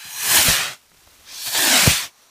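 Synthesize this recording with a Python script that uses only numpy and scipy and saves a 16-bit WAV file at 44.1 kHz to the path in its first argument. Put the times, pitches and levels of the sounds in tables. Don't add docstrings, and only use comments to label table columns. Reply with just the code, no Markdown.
import sys
import numpy as np
from scipy import signal
from scipy.fft import rfft, irfft
from scipy.io import wavfile
from scipy.ndimage import uniform_filter1d, map_coordinates

SR = 44100
rng = np.random.default_rng(int(sys.argv[2]) if len(sys.argv) > 2 else 0)


def pcm_store(signal):
    levels = np.round(np.clip(np.atleast_2d(signal), -1, 1) * 32767)
    wavfile.write(sys.argv[1], SR, levels.astype(np.int16).T)


N = 101429
TIME = np.arange(N) / SR

# time_s, level_db
FUSE_LEVEL = [(0, -59), (.8, -55.5), (.88, -57.5), (1.0, -53.5), (1.22, -50.5), (2.0, -37.5), (2.13, -62.5),
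              (2.23, -55), (2.3, -62)]
# frequency_hz, level_db
FUSE_COLOUR = [(25, -25), (60, -14), (170, -11.5), (300, -8), (600, -10.5), (1200, -10.5), (2500, -9),
               (5500, -10), (11000, -14), (15000, -15.5)]
# peak_s, level_db, rise_s, decay_s
LAST_SWELL = (3, -51, 1.35, 1)
# frequency_hz, level_db
LAST_SWELL_COLOUR = [(150, -16), (500, -11.5), (1050, -2), (1600, -7.5), (3300, -13), (4200, -5),
                     (5000, -15), (5700, -3.5), (7500, -13), (15000, -20)]

# peak_s, level_db
TICKS = [(.917, -47.5), (0.946, -50), (1.074, -42), (1.329, -40)]
# frequency_hz, level_db
TICK_COLOUR = [(60, -2), (900, 2), (3000, -5), (6000, -22), (15000, -32)]
TICK_RISE_S, TICK_DECAY_S = 0.0004, 0.0027
# time_s, level_db
HAND_LEVEL = [(.75, -79), (.9, -68), (1.08, -62), (1.42, -66), (1.55, -80)]
# frequency_hz, level_db
HAND_COLOUR = [(20, -7.5), (45, -2), (80, -2), (130, -14), (400, -37)]

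# peak_s, level_db, rise_s, decay_s
GUSTS = [(0.055, -47, 0.0046, 0.021), (.352, -40.5, 0.064, 0.045), (.39, -30, 0.009, 0.011),
         (0.919, -59.5, 0.0035, 0.05), (1.255, -62, 0.0037, 0.021), (1.474, -45, 0.0078, 0.019),
         (1.592, -35, 0.0083, 0.0066), (1.918, -41, .006, 0.012), (2.03, -53, 0.016, 0.023)]
# frequency_hz, level_db
RUMBLE_COLOUR = [(20, -7), (45, -8.5), (80, 4), (150, 3.5), (260, -6.5), (600, -24), (2000, -65)]
# peak_s, level_db, decay_s
SPITS = [(1.471, -37, .007), (1.551, -21, 0.011), (1.593, -22, 0.0024), (1.919, -20, 0.0018)]
# frequency_hz, level_db
SPIT_COLOUR = [(60, -10), (200, -1), (700, 12.5), (2500, 9.5), (4500, 9), (7000, -12), (15000, -30)]

# start_s, push_db, push_length_s, crack_db, whump_pitch_hz, whump_db,
# rumble_db, decay_s
POPS = [(0.485, -22, 0.003, -24, 121, -20, -25, 0.021), (1.876, -6.5, 0.0023, -15, 179, -15.5, -20.5, .02)]
# frequency_hz, level_db
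CRACK_COLOUR = [(60, -17.5), (200, -12), (400, 0), (660, 9), (880, -3.5), (1300, -3.5), (2000, -9),
                (6000, -29)]
POP_SWELL_S, CRACK_DECAY_S, CRACK_LEAD_S = 0.0091, 0.0028, 0.0016
PUSH_LOW_HZ, PUSH_HIGH_HZ = 65.4, 332
WHUMP_END_HZ, WHUMP_SINK_S = 49, 0.01

# (set against TREBLE_USUAL_DB, then stretched)
BURN_A = [(0.0, -39, -12.5), (0.132, -32.5, -6), (0.364, -10.5, -6.5), (0.404, -13.5, -11), (0.44, -16, -8),
          (0.494, -14, -10.5), (0.656, -24.5, -17), (0.736, -36, -15), (0.8, -66.5, -13)]
BURN_B = [(1.235, -62, -17), (1.28, -42.5, -16), (1.335, -35.5, -10), (1.454, -27.5, -5),
          (1.472, -22.5, -8), (1.506, -27, -5), (1.564, -17.5, -8), (1.63, -17, -7), (1.764, -13.5, -12.5),
          (1.914, -15.5, -8), (2.042, -28, -13.5), (2.064, -33.5, -13), (2.13, -73, -10)]
TREBLE_FROM_HZ, TREBLE_FULL_HZ, TREBLE_USUAL_DB, TREBLE_STRETCH = 3050, 12100, -9.5, 1.71
# frequency_hz, level_db
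JET_A = [(40, -58), (200, -35), (480, -19.5), (750, -8), (1000, -5), (1300, -2.5), (1750, -1.5), (3100, -1),
         (5000, -2.5), (6400, -2), (9700, -3.5), (10300, -7.5), (11200, -4.5), (15000, -7.5)]
JET_B = [(150, -51), (480, -15.5), (750, -10), (1150, -1), (1600, -1.5), (2100, 2), (3500, -0.5), (4950, 0),
         (6000, 0), (9800, -2.5), (10350, -8), (11200, -5), (15000, -8)]
SPARKS_PER_S, SPARK_DB, SPARK_SPREAD_DB = 2500, -9, 1
# frequency_hz, width_hz, boost_db, strongest_s, lasting_s
RINGS_A = [(1036, 280, 9, 0.24, 0.17), (1710, 310, 7, 0.2, 0.18), (2460, 310, 6, 0.18, 0.22),
           (3020, 150, 10, 0.18, 0.22), (4080, 160, 8.5, 0.1, 0.29), (5850, 170, 11, 0.19, 0.099),
           (6390, 270, 8, 0.13, 0.18), (1250, 120, -4.5, 0.17, 0.42), (3950, 110, 2, .1, .2),
           (6060, 130, -10, 0.14, 0.21)]
RINGS_B = [(850, 328, 5, 1.59, 0.18), (1710, 390, 9, 1.636, 0.13), (3450, 520, 7.5, 1.48, 0.19),
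           (4320, 350, 12, 1.45, 0.13), (5600, 2100, 6, 1.32, .1), (1270, 160, -7, 1.5, 0.39),
           (1964, 190, -10.5, 1.44, 0.33), (7000, 2500, 5, 1.72, 0.028), (3700, 1200, 7, 1.937, 0.048)]
# time_s, frequency_ratio
BEND_A = [(.33, 1), (.42, 1), (.5, .84), (.62, 1)]
BEND_B = [(1.44, 1.15), (1.59, 1.14), (1.69, 0.93), (1.82, 0.86)]
BEND_BELOW_HZ = 2800

# time_s, level_db (before ROAR_TRIM_DB)
ROAR_A = [(0.0, -88), (0.112, -60.5), (0.352, -26), (0.43, -34.5), (0.49, -26), (0.53, -32), (0.626, -36),
          (0.722, -43.5), (0.8, -78)]
ROAR_B = [(1.25, -80), (1.448, -60), (1.476, -40), (1.5, -46), (1.558, -32), (1.756, -22.5), (1.85, -29),
          (1.91, -29.5), (1.966, -47), (2.056, -45), (2.12, -66)]
ROAR_TRIM_DB, ROAR_NOISE_DB = -0.5, -3.0
# frequency_hz, level_db
ROAR_COLOUR_A = [(25, -42), (70, -10), (135, -0.5), (200, -2.5), (300, -6), (400, 0.5), (490, -5), (660, 0),
                 (900, -11), (2000, -31)]
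ROAR_COLOUR_B = [(25, -35), (70, -28.5), (140, -13.5), (300, -3.5), (450, -10), (560, -2.5), (680, 1.5),
                 (900, -5), (2000, -24)]
# time_s, pitch_hz, share_of_roar_db
HOLLOW_A = [(.25, 411, -28), (0.328, 386, -11.5), (.42, 283, -5.5), (0.549, 175.3, -12), (.7, 136, -38)]
HOLLOW_B = [(1.5, 341, -18), (1.598, 338.2, -6.5), (1.739, 273.3, -6.5), (1.801, 207.8, -10.5),
            (1.861, 177.8, -5), (2.05, 110.6, -14)]

# time_s, delay_ms, strength (0 to 1)
ECHO_A = [(0, 1.25, 0.27), (.27, 1.14, 0.2), (.39, 1.2, 0.22), (.55, 1.72, 0.38), (.63, 1.564, 0.4),
          (.76, 1.48, 0.23)]
ECHO_B = [(1.3, 1.25, 0.18), (1.47, 1.25, 0.33), (1.56, 1.28, 0.43), (1.67, 1.09, 0.19), (1.75, 1.38, 0.18),
          (1.85, 1.25, 0.096), (2.0, 1.1, 0.075)]
FAR_ECHO = 0.16

KNEE, CEILING = 0.52, 0.73
EDGE_HZ = 15400


def amp(db):
    return 10 ** (np.asarray(db) / 20)


def unit(x):
    return x / np.sqrt(np.mean(x ** 2) + 1e-20)


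def curve(rows, t, axis=1):
    rows = np.array(rows)
    return np.interp(t, rows[:, 0], rows[:, axis])


def colour(points, hz):
    f, db = np.transpose(points)
    return np.interp(np.log(hz + 1), np.log(f + 1), db)


def tinted(x, points):
    hz = np.fft.rfftfreq(N, 1 / SR)
    return unit(irfft(rfft(x) * amp(colour(points, hz)), N))


def noise(points):
    return tinted(rng.standard_normal(N), points)


def flutter(hz):
    f = np.fft.rfftfreq(N, 1 / SR)
    shape = f / (f + hz / 10) / (1 + (f / hz) ** 2)
    return unit(irfft(rfft(rng.standard_normal(N)) * shape, N))


def burst(s, rise, decay):
    return np.exp(-np.maximum((s - TIME) / rise, (TIME - s) / decay))


def burning(rate, spark_db, spread_db):
    happens = rng.random(N) < rate / SR
    direction = rng.choice([-1, 1], N)
    size = amp(spread_db * np.minimum(rng.exponential(1, N), 5))
    sparks = happens * direction * size
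    return unit(rng.standard_normal(N) + amp(spark_db) * unit(sparks))


def fuses():
    grains = tinted(burning(rate=920, spark_db=-11.5, spread_db=1.0), FUSE_COLOUR)
    sizzle = grains * amp(curve(FUSE_LEVEL, TIME) + 1.0 * flutter(hz=70))
    s, db, rise, decay = LAST_SWELL
    return sizzle + noise(LAST_SWELL_COLOUR) * amp(db) * burst(s, rise, decay)


def handling():
    knocks = sum(amp(db) * burst(s, TICK_RISE_S, TICK_DECAY_S) for s, db in TICKS)
    rustle = noise(HAND_COLOUR) * amp(curve(HAND_LEVEL, TIME))
    return noise(TICK_COLOUR) * knocks + rustle


def gusts():
    envelope = sum(amp(db) * burst(s, rise, decay) for s, db, rise, decay in GUSTS)
    return noise(RUMBLE_COLOUR) * envelope


def spits():
    envelope = sum(amp(db) * burst(s, 0.0035, decay) for s, db, decay in SPITS)
    return noise(SPIT_COLOUR) * envelope


def pop(s, push_db, length, crack_db, whump_hz, whump_db, rumble_db, decay):
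    age = np.maximum(TIME - s, 0)
    started = TIME >= s
    pulse = started * (1 - age / length) * np.exp(-age / length)
    band = signal.butter(2, [PUSH_LOW_HZ, PUSH_HIGH_HZ], "bandpass", fs=SR, output="sos")
    push = signal.sosfilt(band, pulse)
    push /= abs(push).max()
    crack = noise(CRACK_COLOUR) * burst(s - CRACK_LEAD_S, POP_SWELL_S, CRACK_DECAY_S)
    rumble = noise(RUMBLE_COLOUR) * burst(s + length, POP_SWELL_S, decay)
    pitch_hz = WHUMP_END_HZ + (whump_hz - WHUMP_END_HZ) * np.exp(-age / WHUMP_SINK_S)
    whump = np.sin(2 * np.pi * np.cumsum(pitch_hz * started) / SR) * np.exp(-age / decay)
    attack = amp(push_db) * push + amp(crack_db) * crack
    return attack + amp(whump_db) * whump + amp(rumble_db) * rumble


def hollow(rows, width_hz=100):
    low = signal.butter(2, width_hz / 2, fs=SR, output="sos")
    wander = signal.sosfilt(low, rng.standard_normal(N) + 1j * rng.standard_normal(N))
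    turn = np.exp(2j * np.pi * np.cumsum(curve(rows, TIME)) / SR)
    return unit((wander * turn).real) * amp(curve(rows, TIME, axis=2))


def jet_hiss(burn, jet, resonances, bend, patchy_db):
    gas = tinted(burning(SPARKS_PER_S, SPARK_DB, SPARK_SPREAD_DB), jet)
    hz, t, z = signal.stft(gas, SR, nperseg=512, noverlap=384)
    octaves = np.log((hz + 1) / TREBLE_FROM_HZ) / np.log(TREBLE_FULL_HZ / TREBLE_FROM_HZ)
    treble = np.clip(octaves, 0, 1)
    tilt = TREBLE_STRETCH * np.outer(treble, curve(burn, t, axis=2) - TREBLE_USUAL_DB)
    bend_share = np.exp(-(hz / BEND_BELOW_HZ) ** 2)
    unbent = hz[:, None] / (1 + np.outer(bend_share, curve(bend, t) - 1))
    rings = 0
    for f, width, db, s, span in resonances:
        peak = db / (1 + (2 * (unbent - f) / width) ** 2)
        rings = rings + peak * np.exp(-((t - s) / span) ** 4)
    patches = uniform_filter1d(rng.standard_normal(z.shape), size=5, axis=0)
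    patches = unit(uniform_filter1d(patches, size=14, axis=1))
    gain = amp(tilt + rings + patchy_db * patches)
    power = amp(colour(jet, hz))[:, None] ** 2
    gain /= np.sqrt((power * gain ** 2).sum(0) / power.sum())
    hiss = signal.istft(z * gain, SR, nperseg=512, noverlap=384)[1][:N]
    return hiss * amp(curve(burn, TIME))


def ground_echo(direct, echo, note):
    near_delay = curve(echo, TIME) * SR / 1000
    far_delay = SR / curve(note, TIME)
    strength = curve(echo, TIME, axis=2)
    near = map_coordinates(direct, [np.arange(N) - near_delay], order=3)
    far = map_coordinates(direct, [np.arange(N) - far_delay], order=3)
    total = direct + strength * near + FAR_ECHO * far
    return total / np.sqrt(1 + strength ** 2 + FAR_ECHO ** 2)


def rocket(burn, jet, roar, roar_colour, note, echo, resonances, bend, rough_db, patchy_db):
    hiss = jet_hiss(burn, jet, resonances, bend, patchy_db)
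    low = amp(ROAR_NOISE_DB) * noise(roar_colour) + hollow(note)
    low = low * amp(curve(roar, TIME) + ROAR_TRIM_DB)
    fade_in = np.clip((TIME - burn[0][0]) / 0.0087 + 1, 0, 1)
    fade_out = np.clip((burn[-1][0] - TIME) / 0.01, 0, 1)
    direct = (hiss + low) * fade_in * fade_out * amp(rough_db * flutter(hz=130))
    return ground_echo(direct, echo, note)


def scene():
    background = fuses() + handling() + gusts() + spits()
    pops = sum(pop(*row) for row in POPS)
    first = rocket(BURN_A, JET_A, ROAR_A, ROAR_COLOUR_A, HOLLOW_A, ECHO_A, RINGS_A, BEND_A,
                   rough_db=0.6, patchy_db=1.04)
    second = rocket(BURN_B, JET_B, ROAR_B, ROAR_COLOUR_B, HOLLOW_B, ECHO_B, RINGS_B, BEND_B,
                    rough_db=0.5, patchy_db=1.37)
    mix = background + pops + first + second
    return np.array([mix, mix])


def record(dry):
    over = np.maximum(abs(dry) - KNEE, 0)
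    room = CEILING - KNEE
    limited = np.sign(dry) * (abs(dry) - over + room * np.tanh(over / room))
    lowpass = signal.firwin(701, EDGE_HZ, window=("kaiser", 12), fs=SR)
    return signal.oaconvolve(limited, lowpass[None], "same")


dry = scene()
out = record(dry)
pcm_store(out)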